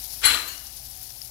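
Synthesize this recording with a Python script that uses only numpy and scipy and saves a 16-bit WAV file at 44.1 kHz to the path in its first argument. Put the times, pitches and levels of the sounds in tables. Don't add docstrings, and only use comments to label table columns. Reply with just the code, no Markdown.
import sys
import numpy as np
from scipy import signal
from scipy.fft import rfft, irfft, next_fast_len
from scipy.io import wavfile
from scipy.ndimage import uniform_filter1d, map_coordinates

SR = 44100
rng = np.random.default_rng(int(sys.argv[2]) if len(sys.argv) > 2 else 0)


def volts_from_db(level):
    exponent = np.asarray(level, float) / 20
    return 10 ** exponent


def to_wav(sig):
    pcm = np.clip(np.atleast_2d(sig), -1, 1) * 32767
    pcm = np.round(pcm).astype(np.int16)
    wavfile.write(sys.argv[1], SR, pcm.T)


N = 57330
TIME_S = np.arange(N) / SR

# (frequency [Hz], density [dB per Hz])
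WORKTOP_COLOUR = [(150, -28.5), (300, -19.5), (800, -19), (1300, -5), (2000, -6.5), (3300, -5), (5500, -15),
                  (8500, -16.5), (15900, -23)]


def unit(x):
    return x / np.sqrt(np.mean(x ** 2) + 1e-20)


def along(points, hz):
    point_hz, value = np.transpose(points)
    return np.interp(np.log(hz + 1), np.log(point_hz + 1), value)


def wobble(knots_per_s):
    knots = rng.standard_normal(int(N * knots_per_s / SR) + 4)
    return map_coordinates(knots, [np.arange(N) * knots_per_s / SR])


def colour(x, points):
    size = next_fast_len(N + 8192)
    gain = volts_from_db(along(points, np.fft.rfftfreq(size, 1 / SR)))
    return irfft(rfft(x, size) * gain, size)[..., :N]


def patchy(patchy_db):
    z = signal.stft(rng.standard_normal((2, N)), nperseg=256)[2]
    field = uniform_filter1d(rng.standard_normal(z.shape[1:]), size=10, axis=0)
    field = uniform_filter1d(field, size=5, axis=1)
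    noise = signal.istft(z * volts_from_db(patchy_db * unit(field)), nperseg=256)[1]
    return unit(noise[:, :N])


def bursts(start_s, gain, hz, cycles, size=256):
    t = np.arange(size) / SR
    age = 6 * t * hz[:, None] / cycles
    envelope = gain[:, None] * (age / 2) ** 2 * np.exp(2 - age)
    first = np.round(start_s * SR).astype(int)
    index = (first[:, None] + np.arange(size)).ravel()
    ports = []
    for phase in rng.uniform(0, 2 * np.pi, (len(start_s), 2)).T:
        waves = envelope * np.sin(2 * np.pi * hz[:, None] * t + phase[:, None])
        ports.append(np.bincount(index, waves.ravel(), N + size)[:N])
    return np.array(ports)


def alike(pair):
    # (frequency [Hz], left-right correlation [0..1])
    likeness = [(60, 0.28), (130, 0.84), (290, 0.971), (640, 0.43), (1400, 0.19), (3000, 0.013)]
    turn = [(hz, np.arccos(np.clip(c, 0, 1)) / 2) for hz, c in likeness]
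    mid = colour(pair[0], [(hz, 20 * np.log10(np.cos(u))) for hz, u in turn])
    side = colour(pair[1], [(hz, 20 * np.log10(np.sin(u) + 1e-3)) for hz, u in turn])
    return np.array([mid + side, mid - side])


def shade(pair, points):
    return np.array([pair[0], colour(pair[1], points)])


def bubble_bed(count=5000):
    # (time [s], level [dB])
    heat = [(0.0, -46.5), (0.22, -47), (0.52, -47.5), (1.3, -49)]
    # (frequency [Hz], density [dB per Hz])
    fizz = [(880, -23.5), (1500, -17), (3050, -12.5), (5310, -3), (7960, -10.5), (10600, -0.5), (12800, -1),
            (13800, -4), (15900, -7.5)]
    fizz_db, grain_db, spread_db, patchy_db = 11.5, -6, 3.5, 1.5
    centre_hz, grain_cycles = 9130, 2.26
    heat_s, strength_db = np.transpose(heat)
    level_db = np.interp(TIME_S, heat_s, strength_db)

    busy = np.cumsum(volts_from_db(4.5 * wobble(45)))
    draw = rng.random((count, 2))
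    start_s = np.interp(draw[:, 0], busy / busy[-1], TIME_S)
    hz = np.clip(centre_hz * np.exp(0.52 * rng.standard_normal(count)), 1500, 15500)
    gain = volts_from_db(-spread_db * np.log(draw[:, 1] + 0.0065))
    grains = unit(bursts(start_s, gain, hz, grain_cycles))

    bed = colour(patchy(patchy_db) + volts_from_db(grain_db) * grains, fizz)
    return bed / np.std(bed[0]) * volts_from_db(fizz_db + level_db + 0.27 * wobble(13))


def bubble_pops(pop_s, peak_db, hz):
    pop_db, pop_cycles = -1.5, 9
    echo_db, echo_s = -8, .0027
    snap_db, snap_cycles = -6.5, 1.8
    pops = bursts(pop_s, volts_from_db(peak_db + pop_db), hz, pop_cycles)
    echoes = bursts(pop_s + echo_s, volts_from_db(peak_db + pop_db + echo_db), hz, pop_cycles)
    snaps = bursts(pop_s, volts_from_db(peak_db + snap_db), 0.79 * hz, snap_cycles)
    return pops + echoes + snaps


def sizzle():
    # (time [s], peak [dB], frequency [Hz])
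    pop_table = [(0.041, -17, 13100), (0.1341, -18.5, 10440), (0.5184, -31, 4570), (0.5474, -27.5, 9880),
                 (0.578, -23.5, 5760), (0.6677, -23.5, 5850), (0.7684, -19.5, 10800), (0.8524, -28, 13500),
                 (0.8999, -24, 10400), (0.9724, -24.5, 10100), (1.0136, -21.5, 11500),
                 (1.0285, -15.5, 14300), (1.0404, -50, 10200), (1.069, -36, 9770), (1.1036, -27, 5530),
                 (1.2164, -18.5, 5100), (1.2468, -23, 10400)]
    # (frequency [Hz], level [dB])
    pan_shadow = [(200, 11.5), (700, -30), (1300, -3), (2400, -29), (4400, -57), (7600, -40), (11000, -20),
                  (15000, -38.5)]
    spatter_db, spatter_s, spatter_ref_db = 1.5, 0.009, -23.5
    bed = bubble_bed()
    pop_s, peak_db, hz = np.transpose(pop_table)
    pop_s = pop_s + .0007
    pops = bubble_pops(pop_s, peak_db, hz)
    distance = (TIME_S - pop_s[:, None] - spatter_s / 2) / spatter_s
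    weight = np.minimum(volts_from_db(peak_db - spatter_ref_db), 1)
    spatter = (weight[:, None] * np.exp(-distance ** 2)).max(axis=0)
    return shade(bed * volts_from_db(spatter_db * spatter) + pops, pan_shadow)


def extractor():
    # (frequency [Hz], density [dB per Hz])
    air_colour = [(94, -2), (160, 0.5), (176, -10.5), (286, -2.5), (405, -11.5), (723, 0.5), (784, 1.5),
                  (1270, -16.5), (4000, -15.5), (5200, -18), (8800, -120)]
    # (frequency [Hz], density [dB per Hz])
    rumble_colour = [(13, -33), (22, -34), (32, -8), (54, -26), (66, -7.5), (76, -5), (128, -11),
                     (173, -31), (200, -17), (260, -47), (440, -120)]
    # (frequency [Hz], level [dB rms])
    motor_lines = [(51, -51), (68, -60), (123, -59), (740, -66.5)]
    air_db, rumble_db = -59, -60
    air = volts_from_db(air_db) * unit(colour(alike(patchy(1.2)), air_colour))
    rumble = volts_from_db(rumble_db) * unit(colour(alike(patchy(0.3)), rumble_colour))
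    hum = 0
    for hz, level_db in motor_lines:
        gain = volts_from_db(level_db - 2.5 + 4.1 * wobble(7.05))
        hum = hum + gain * np.sin(2 * np.pi * hz * TIME_S + 0.68 * wobble(6.8))
    low = rumble + hum * volts_from_db([[1.1], [-1.1]])
    return air * volts_from_db([[.6], [-.6]]) + low * volts_from_db([[1.6], [-1.6]])


def room(x):
    # (frequency [Hz], T60 [s])
    kitchen_decay = [(200, 0.7), (1000, 0.63), (4000, 0.49), (12000, 0.45)]
    hz, t, z = signal.stft(alike(rng.standard_normal((2, N))), SR, nperseg=256)
    decay_db = -60 * t / along(kitchen_decay, hz)[:, None]
    tail = signal.istft(z * volts_from_db(decay_db), SR, nperseg=256)[1]
    return signal.fftconvolve(x[None], tail / np.linalg.norm(tail[0]), axes=1)[:, :N]


def strike(contacts, modes_hz, modes):
    treble_hz = 9000
    blow_t60_s, rise_s = 0.042, .0015
    blow_offset_db, ring_offset_db = 4.5, -13
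    blow_wet_db, ring_wet_db = 5.5, -10
    rock_db, rock_rad, rock_per_s = 3, 1, 90
    hz = np.c_[modes_hz]
    mode_db, t60_s = np.transpose(modes)[:, :, None]
    treble = hz > treble_hz

    blow_power, ring_power = 0, 0
    for contact_s, blow_db, ring_db, treble_db in contacts:
        age_s = np.clip(TIME_S - contact_s, 0, None)
        rise = 1 - np.exp(-age_s / rise_s)
        level_db = ring_db + ring_offset_db + mode_db + treble_db * treble
        ring_power = ring_power + (rise * volts_from_db(level_db - 60 * age_s / t60_s)) ** 2
        blow = rise * volts_from_db(blow_db + blow_offset_db - 60 * age_s / blow_t60_s)
        blow_power = blow_power + blow ** 2

    rock = np.array([[[wobble(rock_per_s) for _ in modes] for _ in "LR"] for _ in "ap"])
    partials = np.sin(2 * np.pi * hz * TIME_S + rock_rad * rock[1])
    ring = (np.sqrt(ring_power) * volts_from_db(rock_db * rock[0]) * partials).sum(axis=1)
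    blows = colour(np.sqrt(blow_power) * alike(rng.standard_normal((2, N))), WORKTOP_COLOUR)
    return ring + blows + room(volts_from_db(blow_wet_db) * blows[0] + volts_from_db(ring_wet_db) * ring[0])


def slide():
    start_s, end_s, end_db, db_per_s = 0.218, .25, -6.5, 672
    gain = volts_from_db(end_db + db_per_s * np.minimum(TIME_S - end_s, 0))
    gain = gain * (TIME_S > start_s) * (TIME_S < end_s)
    return colour(gain * alike(rng.standard_normal((2, N))), WORKTOP_COLOUR)


def thud(hit_s):
    level_db, hz, t60_s = -46.5, 67.2, 1
    age_s = np.clip(TIME_S - hit_s, 0, None)
    return volts_from_db(level_db - 60 * age_s / t60_s) * np.sin(2 * np.pi * hz * age_s)


def clatter():
    # (time [s], blow [dB], ring [dB], extra treble ring [dB])
    rattle = [
        (.2345, -16.5, -16.5, -21),
        (.2404, -11.5, -4.5, -30),
        (.2505, -2.5, -3.5, 7),
        (.2595, -12, -23, -17),
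        (.2695, -11.5, -30, -17),
        (.303, -9, -11.5, -20),
        (.338, -9.5, -15, -2),
    ]
    second_knock = [
        (.4758, -20.5, -25.5, 7),
        (.512, -41, -44, -1),
    ]
    # (level [dB], T60 [s])
    steel_hz = [1646, 1879, 2087, 2405, 4005, 4075, 4220, 4367, 7501, 7600, 8003, 11016, 11108, 14100]
    steel = [(-15.5, 0.2), (-16.5, 0.48), (-11, 0.22), (-15, 0.17), (-8, 0.49), (-1.66, 0.51), (-5.5, 0.34),
             (-5.5, 0.24), (-14, 0.32), (-14, .45), (-8.5, 0.29), (-1.5, 0.1), (-7, 0.3), (-22, .07)]
    # (level [dB], T60 [s])
    second_steel_hz = [1640, 2880, 4367, 6767, 8016, 9700, 12170]
    second_steel = [(-18, 0.23), (-3.5, 0.82), (6.5, 0.31), (1, 0.4), (3, 0.13), (-1.5, 0.063), (9, 0.08)]
    # (frequency [Hz], level [dB])
    clatter_shadow = [(200, 1), (700, -4.2), (1300, -5), (2400, -13), (4200, -21.5), (7600, -29),
                      (11100, -11.5), (15000, -30)]
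    steel_sound = slide() + strike(rattle, steel_hz, steel) + strike(second_knock, second_steel_hz, second_steel)
    return shade(steel_sound, clatter_shadow) + thud(rattle[2][0])


def scene():
    return sizzle() + clatter() + extractor()


def roll_off(x):
    return signal.sosfilt(signal.butter(12, 16180, fs=SR, output="sos"), x)


def record(dry):
    # (frequency [Hz], gain [dB])
    band_limit = [(15500, 0), (15850, -8), (16050, -70)]
    turn_down_db, turn_at_s, turn_s = -3, 0.33, 0.09
    age_s = np.clip(TIME_S - turn_at_s, 0, None)
    gain = volts_from_db(-turn_down_db * np.exp(-age_s / turn_s))
    heard = colour(np.clip(dry * gain, -1, 1), band_limit)
    return roll_off(heard)


dry = scene()
out = record(dry)
to_wav(out)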